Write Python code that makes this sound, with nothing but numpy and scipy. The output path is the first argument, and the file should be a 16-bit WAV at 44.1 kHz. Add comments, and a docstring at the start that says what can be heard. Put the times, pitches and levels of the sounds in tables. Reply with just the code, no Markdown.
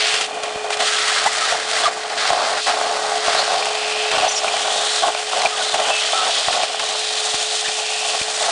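"""A rush of air, a hiss and the snap of dry leaves: a vacuum clears a roof gutter, close by, outdoors.
Air tears past the leaves at the mouth of the metal tube; now and then it whistles on a leaf edge or
sounds the open tube. The rush sinks whenever the nozzle is lifted. Leaves crackle, are torn loose and
rattle down the tube, the nozzle bumps the gutter, and the motor hums below. One microphone, no echo."""
import sys
import numpy as np
from scipy import signal
from scipy.fft import rfft, irfft, next_fast_len
from scipy.io import wavfile

SR = 44100
rng = np.random.default_rng(int(sys.argv[2]) if len(sys.argv) > 2 else 0)


def store_wav(level_fs):
    """Save 16-bit WAV to argv[1]."""
    pcm = np.round(np.clip(np.atleast_2d(level_fs), -1, 1) * 32767)
    wavfile.write(sys.argv[1], SR, pcm.T.astype(np.int16))


N = 375291
TIME = np.arange(N) / SR

# Table levels are relative: each source adds its own gain.
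# draught with the nozzle down in the leaves: t/s, jet/dB, hollow rush/dB, treble hiss/dB
DRAUGHT_LEVELS = [(0, -17.5, -24, -29), (.22, -23, -28, -29.5), (1.19, -21.5, -19.5, -28.5),
                  (1.33, -26, -26.5, -29.5), (1.48, -21.5, -19.5, -28), (1.72, -25.5, -24.5, -30.5),
                  (2.4, -23.5, -23, -32), (2.93, -27, -26.5, -33), (3.3, -25, -23.5, -31),
                  (3.68, -26.5, -33, -34), (3.98, -24.5, -29, -34), (4.4, -26, -34, -33),
                  (4.9, -21.5, -27, -27), (5.55, -24.5, -29.5, -31), (6.25, -20, -28.5, -28.3),
                  (6.8, -24.5, -35, -33), (7.2, -23.2, -31, -27.5), (7.9, -25, -39.5, -29.5),
                  (8.51, -24, -26, -27.5)]
# resonance of the gap between nozzle and leaves: t/s, f/Hz, share of the jet ringing in it/0-1
GAP_RESONANCE = [(0, 2420, 0.32), (.5, 3040, 0.47), (1.4, 3460, 0), (2.3, 4240, 0.1), (3.45, 3790, 0),
                 (3.68, 2660, 0.22), (4.1, 2740, 0.43), (4.55, 2980, .45), (4.95, 3800, 0.63),
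                 (5.17, 2780, .35), (5.5, 3100, 0.19), (5.68, 3850, 0.65), (5.85, 2960, 0.65),
                 (6.4, 3410, 0.34), (6.7, 2970, .4), (6.98, 3760, 0.4), (7.6, 3530, .35),
                 (7.85, 2710, 0.27), (8.51, 3700, 0.02)]
# the nozzle pulls clear of the leaves: t/s, length/s, drop/dB
NOZZLE_LIFTS = [(0.247, 0.463, 11), (0.736, 0.046, 10.5), (1.507, 0.17, 3.5), (1.87, 0.291, 7),
                (5.08, 0.23, 4.5), (5.461, 0.14, 2), (6.645, .14, 2.5), (8.21, 0.13, 1.5)]
# leaves are drawn in, narrow the mouth and rattle away: t/s, length/s, rattle/dB, air surge/dB
MOUTHFULS = [(.42, 0.059, -32, 3.5), (.63, 0.07, -27, 0), (0.793, 0.019, -20, 0), (1.238, 0.027, -24.5, 0),
             (1.507, 0.041, -23.5, 0), (1.724, 0.17, -28.5, 2), (2.09, 0.078, -30, 2),
             (2.194, .11, -29, 1.5), (2.297, 0.25, -22.5, -2), (2.659, 0.037, -19, 4.5),
             (2.727, 0.46, -26.5, -2), (3.244, 0.19, -23, 2), (3.472, 0.13, -23.5, 1.5),
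             (3.648, 0.017, -32, 3), (4.115, 0.15, -21.5, 3), (4.432, 0.43, -26.5, 0),
             (5.015, 0.069, -20, -2.5), (5.32, 0.12, -23, -0.5), (5.448, 0.016, -21.5, 0.5),
             (5.568, 0.068, -26.5, 2), (5.723, .18, -23, -1.5), (6.099, 0.19, -27, -1.5),
             (6.497, .11, -23.5, 0), (6.798, 0.041, -27, -1), (8.083, .07, -29, 1.5),
             (8.397, .11, -25, 0.5)]
# spectrum of the free jet: f/Hz, density/dB
JET_SPECTRUM = [(1000, -35.5), (2250, -12.5), (2650, -4), (3300, -2.5), (4400, -1.5), (5000, -3.5),
                (5700, -9.5), (9000, -34.5)]
# spectrum of the treble hiss: f/Hz, density/dB
HISS_SPECTRUM = [(1000, -32), (2500, -14), (4000, -8), (4900, -6), (5500, 0.5), (6900, 1.5), (8300, 0),
                 (10000, -5.5)]
# air column at the mouth: f/Hz, width/Hz, level/dB
MOUTH_MODES = [(1277, 280, -0.5), (1642, 143, 2), (1967, 420, -2)]
# open tube drawing air: f/Hz, width/Hz, level/dB
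PIPE_MODES = [(1420, 90, -6), (1873, 160, -1), (2450, 176, 0), (3130, 185, -0.5), (3550, 68, 1),
              (4265, 110, -3.5), (5410, 100, -13.5)]
# scraps trickling down the tube between mouthfuls: t/s, level/dB
TRICKLE_LEVELS = [(0, -31), (1.15, -31), (2.1, -29.5), (3.8, -27), (5.2, -31), (6.8, -29), (7.3, -31.5),
                  (8.51, -30.5)]
# tube struck by leaves: f/Hz, width/Hz, level/dB
STRUCK_TUBE_MODES = [(609, 165, -5), (712, 99, 2.5), (835, 105, -3.5), (1114, 111, -7.5), (1487, 135, -13)]
# spectrum of the dull rumble under the leaves: f/Hz, density/dB
RUMBLE_SPECTRUM = [(20, -14.5), (60, -17), (130, -12), (220, -5), (310, -0.5), (500, 4.5), (700, -13.5),
                   (1200, -39)]
# clumps hitting the tube wall: t/s, level/dB
CLUMP_HITS = [(.704, -7.5), (.812, -10), (1.26, -5), (1.521, -7.5), (1.838, -7.5), (1.88, -9), (2.253, -9),
              (2.302, -3), (2.331, -3), (2.388, -15), (2.679, -9), (2.812, -5), (2.968, -11), (3.281, -7),
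              (3.348, -5), (3.391, -6), (3.477, -10), (3.518, -7.5), (3.667, -10), (4.247, -15),
              (4.444, -6), (4.654, -11), (5.028, -8), (5.082, -8), (5.148, -9.5), (5.332, -7),
              (5.451, -1.5), (5.743, -11), (5.798, -6.5), (5.885, -6), (5.902, -7.5), (6.131, -7),
              (6.294, -9.5), (6.483, -3.5), (6.573, -8), (6.6, -12), (6.633, -5.5)]
# dry leaves and twigs snapping: t/s, level/dB
LEAF_SNAPS = [(.141, -2.5), (.211, -2), (.434, -7), (.704, -7), (.77, -8), (.803, -3), (1.523, -7),
              (2.193, -15), (2.283, -15), (2.667, -8), (3.532, -9), (3.655, -5), (4.114, -3.5), (4.48, -8),
              (4.565, -6), (4.593, -6), (5.148, -19), (5.418, -4), (5.452, -20), (5.742, -2), (5.799, -4.5),
              (6.363, -7), (6.528, -2), (6.795, -4), (7.344, -7), (7.684, -5.5)]
# nozzle bumping the gutter: t/s, level/dB
GUTTER_BUMPS = [(.559, -34), (1.86, -41), (2.309, -33), (3.279, -37), (3.344, -43), (4.14, -36),
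                (4.175, -35), (4.205, -36), (4.245, -41), (5.03, -44), (5.455, -41), (5.739, -47),
                (6.481, -31), (6.631, -37), (6.81, -49), (7.344, -36), (8.214, -30)]
# nozzle tapping an edge: t/s, level/dB
EDGE_TAPS = [(.728, -26), (3.625, -23), (4.481, -19.5), (5.148, -28), (5.458, -16), (6.633, -25),
             (7.68, -26), (8.216, -24.5)]
# ringing metal of the nozzle: f/Hz, level/dB, t60/s
NOZZLE_MODES = [(2390, 3, 0.041), (2650, -4.5, 0.033), (3180, -20, 0.0091)]
# short gliding whistles on leaf edges and long breathy tones of the open tube:
# t/s, length/s, start f/Hz, end f/Hz, level/dB, width/Hz
WHISTLE_TONES = [(0.248, 0.71, 2435, 2435, -37, 60), (0.812, .4, 1325, 1310, -30, 35),
                 (1.257, .024, 732, 1014, -12.5, 9.7), (1.263, 0.025, 1736, 2100, -18, 120),
                 (1.4, 0.051, 1364, 1234, -22, 25), (1.83, 0.025, 3550, 3320, -19.5, 110),
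                 (1.852, 0.025, 1320, 1100, -11, 18), (3.357, .07, 3880, 4420, -20, 420),
                 (3.683, 0.49, 2500, 2650, -30, 150), (4.279, .025, 5770, 5950, -20, 250),
                 (4.293, 0.12, 7260, 6750, -27, 770), (4.311, 0.022, 6000, 5630, -22, 300),
                 (4.354, .044, 5600, 5580, -19, 480), (5.511, .055, 1320, 1160, -27, 29),
                 (5.607, 0.022, 1490, 1454, -22, 45), (5.901, .1, 2666, 2590, -21.5, 8),
                 (6.124, 0.14, 1308, 1310, -22, 26), (7.64, 0.037, 1570, 1820, -27, 120),
                 (7.72, 0.5, 2686, 2600, -31.5, 144)]
# motor below the gutter: t/s, f/Hz, level/dB
MOTOR_HUM = [(0, 426, -32.5), (.22, 428.6, -38.5), (.72, 425, -31), (1, 426.5, -35), (1.35, 433, -39.5),
             (1.7, 436, -36.5), (2.35, 425, -37), (2.8, 432, -36), (3.2, 428, -30.5), (3.41, 427, -35.5),
             (4.1, 427.7, -28), (4.19, 425, -35.5), (5.9, 428.3, -35.5), (6.47, 430, -40.5),
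             (7.02, 428.7, -36), (8.51, 431.3, -36.5)]

LIFT_EDGES_S, MOUTHFUL_EDGES_S = (0.028, 0.023), (0.012, 0.039)   # attack, release
GAP_WIDTH_HZ, GAP_REST_HZ = 1150, 3280   # the gap's bandwidth, and its note at an ordinary opening
RUSH_SURGE, HISS_SURGE = 1.16, 0.67   # multiples of the jet's surge in dB
JET_DROP = 1.22   # multiple of a lift's drop in dB
PIPE_FLOOR_DB, PIPE_UNDER_JET_DB, PIPE_DB_PER_OCTAVE = -41.5, -13, 6
RUMBLE_DB, RUMBLE_FADE_DB_PER_S = -49, 2.2
CUTOFF_HZ = 10000


def air():
    """Turbulence at the nozzle sinks at each lift, surges with mouthfuls and is shaken by leaves."""
    jet_db, rush_db, hiss_db = in_time(DRAUGHT_LEVELS)
    gap_hz, gap_share = in_time(GAP_RESONANCE)
    drop_db = sum(db * swell(s, length, *LIFT_EDGES_S) for s, length, db in NOZZLE_LIFTS)
    surge_db = sum(db * swell(s, length, *MOUTHFUL_EDGES_S) for s, length, _, db in MOUTHFULS)
    jet_db += surge_db
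    rush_db += RUSH_SURGE * surge_db - choke_db() + 0.83 * drift(35)
    hiss_db += HISS_SURGE * surge_db + 0.83 * drift(70) + 0.51 * drift(18)
    rush_noise, jet_noise, hiss_noise, pipe_noise, gap_noise = rng.standard_normal((5, N))
    mouth = resonate(rush_noise + 0.5 * grains(900, spread_db=3.5), MOUTH_MODES)
    rush = unit(band(mouth, 820, 2810))
    free_jet = coloured(jet_noise + 0.22 * grains(1200, spread_db=5), JET_SPECTRUM)
    # a narrow gap gathers the jet into a hollow, half-whistling note
    gap_note = moving_resonance(gap_noise, gap_hz, GAP_WIDTH_HZ)
    gap_note = unit(moving_resonance(gap_note, gap_hz, GAP_WIDTH_HZ))
    jet = np.sqrt(1 - gap_share) * free_jet + np.sqrt(gap_share) * gap_note
    hiss = coloured(hiss_noise + 0.25 * grains(480, spread_db=1.5), HISS_SPECTRUM)
    stream = (from_db(rush_db - drop_db - 4) * rush
              + from_db(jet_db - JET_DROP * drop_db - 1.5) * jet
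              + from_db(hiss_db - drop_db + 2.13) * hiss)
    flutter_db = 0.5 * drift(45) + 1.22 * drift(260)
    return stream * from_db(flutter_db) + pipe(pipe_noise, jet_db - drop_db, gap_hz)


def pipe(noise, jet_db, gap_hz):
    """The tube sings softly on its own draught, louder as the jet grows or the gap's note falls."""
    sing_db = jet_db + PIPE_UNDER_JET_DB - PIPE_DB_PER_OCTAVE * np.log2(gap_hz / GAP_REST_HZ)
    return (from_db(PIPE_FLOOR_DB) + from_db(sing_db)) * unit(resonate(noise, PIPE_MODES))


def choke_db():
    """One leaf briefly plugs the mouth, damping the hollow rush and the tumbling scraps."""
    return 10 * swell(start=2.6, length=0.057, attack_s=0.014, release_s=0.014)


def leaves():
    """Scraps tumble down the tube, in a trickle and a flurry for each mouthful, over a dull rumble."""
    trickle_db, = in_time(TRICKLE_LEVELS)
    flurry_power = sum((from_db(db) * swell(s, length, *MOUTHFUL_EDGES_S)) ** 2
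                       for s, length, db, _ in MOUTHFULS)
    level = np.sqrt(from_db(trickle_db) ** 2 + flurry_power) * from_db(-choke_db())
    ticks = grains(450, spread_db=-0.5) + 0.55 * rng.standard_normal(N)
    scraps = unit(ticks * from_db(1.35 * drift(70)))
    rattle = level * unit(struck_tube(scraps))
    rumble_level = level * from_db(-18) + from_db(RUMBLE_DB - RUMBLE_FADE_DB_PER_S * TIME)
    return rattle + rumble_level * coloured(scraps + rng.standard_normal(N), RUMBLE_SPECTRUM)


def struck_tube(x):
    """The hollow tube rings briefly and radiates little bass."""
    return band(resonate(x, STRUCK_TUBE_MODES), 293, 3500)


def clumps():
    """A clump knocks on the tube wall and crunches as it breaks up."""
    knock = strikes(CLUMP_HITS, struck_tube)
    envelope = strikes(CLUMP_HITS, lambda x: decay(x, t60_s=0.014))
    crunch = envelope * unit(band(grains(9000, spread_db=2.5), 800, 4300, order=1))
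    return from_db(-5) * knock + from_db(-12.5) * crunch


def snaps():
    """A dry leaf or twig breaks with a sharp, bright burst that dies quickly."""
    envelope = strikes(LEAF_SNAPS, lambda x: decay(x, t60_s=0.055))
    return from_db(-13) * envelope * unit(band(rng.standard_normal(N), 780, 3700, order=1))


def nozzle():
    """Soft bumps thud in the gutter; hard taps make the metal ring."""
    thud = strikes(GUTTER_BUMPS, lambda x: band(band(x, 25, 350, order=1), 20, 600))
    metal = [(hz, np.log(1000) / (np.pi * t60), db) for hz, db, t60 in NOZZLE_MODES]
    ring = strikes(EDGE_TAPS, lambda x: resonate(x, metal))
    return from_db(7.5) * thud + from_db(8) * ring


def whistles():
    """Short whistles glide on leaf edges and the open tube holds long breathy tones; both waver."""
    out = np.zeros(N)
    for s, length, start_hz, end_hz, db, width_hz in WHISTLE_TONES:
        at, count = round(s * SR), int(length * SR)
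        glide = np.cumsum(np.linspace(start_hz, end_hz, count)) * 2 * np.pi / SR
        waver = band(rng.standard_normal(count), 2.7, 510, order=1)
        blur = np.cumsum(waver) * np.sqrt(2 * np.pi * width_hz / SR)
        envelope = np.sqrt(np.abs(np.sin(np.linspace(0, np.pi, count))))
        out[at:at + count] += from_db(db) * envelope * np.sin(glide + blur)
    return out


def motor():
    """From below the gutter comes the rotor's once-a-turn hum, trembling a little."""
    hz, level_db = in_time(MOTOR_HUM)
    phase = 2 * np.pi * np.cumsum(hz + 0.64 * drift(18)) / SR
    return np.sqrt(2) * from_db(level_db - 1.5 + 0.8 * drift(25)) * np.sin(phase)


def from_db(db):
    """Decibels as amplitude."""
    return 10 ** (np.asarray(db) / 20)


def unit(x):
    """Scale to rms 1."""
    return x / (np.std(x) + 1e-12)


def in_time(rows):
    """Each column of a curve at every sample."""
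    s, *columns = np.transpose(rows)
    return [np.interp(TIME, s, column) for column in columns]


def swell(start, length, attack_s, release_s):
    """Attack, hold and release, from 0 to 1 and back."""
    rise = (TIME - start) / attack_s
    fall = 1 - (TIME - start - length) / release_s
    return np.clip(np.minimum(rise, fall), 0, 1)


def drift(per_s):
    """A smooth random wander that changes per_s times a second; rms 1."""
    slow = signal.resample_poly(rng.standard_normal(12000), 4, 1)
    return unit(np.interp(TIME * per_s * 4, np.arange(len(slow)), slow))


def grains(per_s, spread_db):
    """Random clicks of uneven size; rms 1."""
    sizes = from_db(spread_db * np.minimum(rng.exponential(1, N), 4))
    signs = rng.choice([-1, 1], N)
    return unit(sizes * signs * (rng.random(N) < per_s / SR))


def strikes(events, body):
    """Each event clicks into a body, whose answer peaks at the event's level."""
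    clicks = np.zeros(N)
    for s, db in events:
        clicks[round(s * SR)] = from_db(db)
    return body(clicks) / np.abs(body(signal.unit_impulse(SR // 10))).max()


def decay(x, t60_s):
    """Give each click a tail that falls 60 dB in t60_s."""
    return signal.lfilter([1], [1, -from_db(-60 / (t60_s * SR))], x + 1e-18)


def band(x, low_hz, high_hz, order=2):
    """Band-pass filter."""
    sos = signal.butter(order, [low_hz, high_hz], "band", fs=SR, output="sos")
    return signal.sosfilt(sos, x + 1e-18)


def coloured(x, spectrum):
    """Give a steady sound a spectrum; rms 1."""
    hz, db = np.transpose(spectrum)
    size = next_fast_len(N)
    bins_hz = np.maximum(np.fft.rfftfreq(size, 1 / SR), 1)
    gain = from_db(np.interp(np.log(bins_hz), np.log(hz), db))
    return unit(irfft(rfft(x, size) * gain, size)[:N])


def resonate(x, modes):
    """Parallel resonances with alternating signs."""
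    out = 0
    for k, (hz, width_hz, db) in enumerate(modes):
        radius = np.exp(-np.pi * width_hz / SR)
        poles = [1, -2 * radius * np.cos(2 * np.pi * hz / SR), radius ** 2]
        gain = (-1) ** k * from_db(db) * (1 - radius ** 2) / 2
        out = out + gain * signal.lfilter([1, 0, -1], poles, x + 1e-18)
    return out


def moving_resonance(x, hz, width_hz, block=256):
    """One resonance whose centre follows a curve."""
    out, state = np.zeros(N), np.zeros(2)
    radius = np.exp(-np.pi * width_hz / SR)
    for i in range(0, N, block):
        poles = [1, -2 * radius * np.cos(2 * np.pi * hz[i] / SR), radius ** 2]
        out[i:i + block], state = signal.lfilter([1, 0, -1], poles, x[i:i + block], zi=state)
    return out


def scene():
    """Everything reaches one microphone in the open air, alike on both channels."""
    mono = air() + leaves() + clumps() + snaps() + nozzle() + whistles() + motor()
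    return np.tile(mono, (2, 1))


def record(dry):
    """The microphone chain rounds the peaks and cuts the top."""
    rounded = 1.029 * np.tanh(dry / 0.91)
    return signal.sosfilt(signal.ellip(12, 0.1, 80, CUTOFF_HZ, fs=SR, output="sos"), rounded)


dry = scene()
out = record(dry)
store_wav(out)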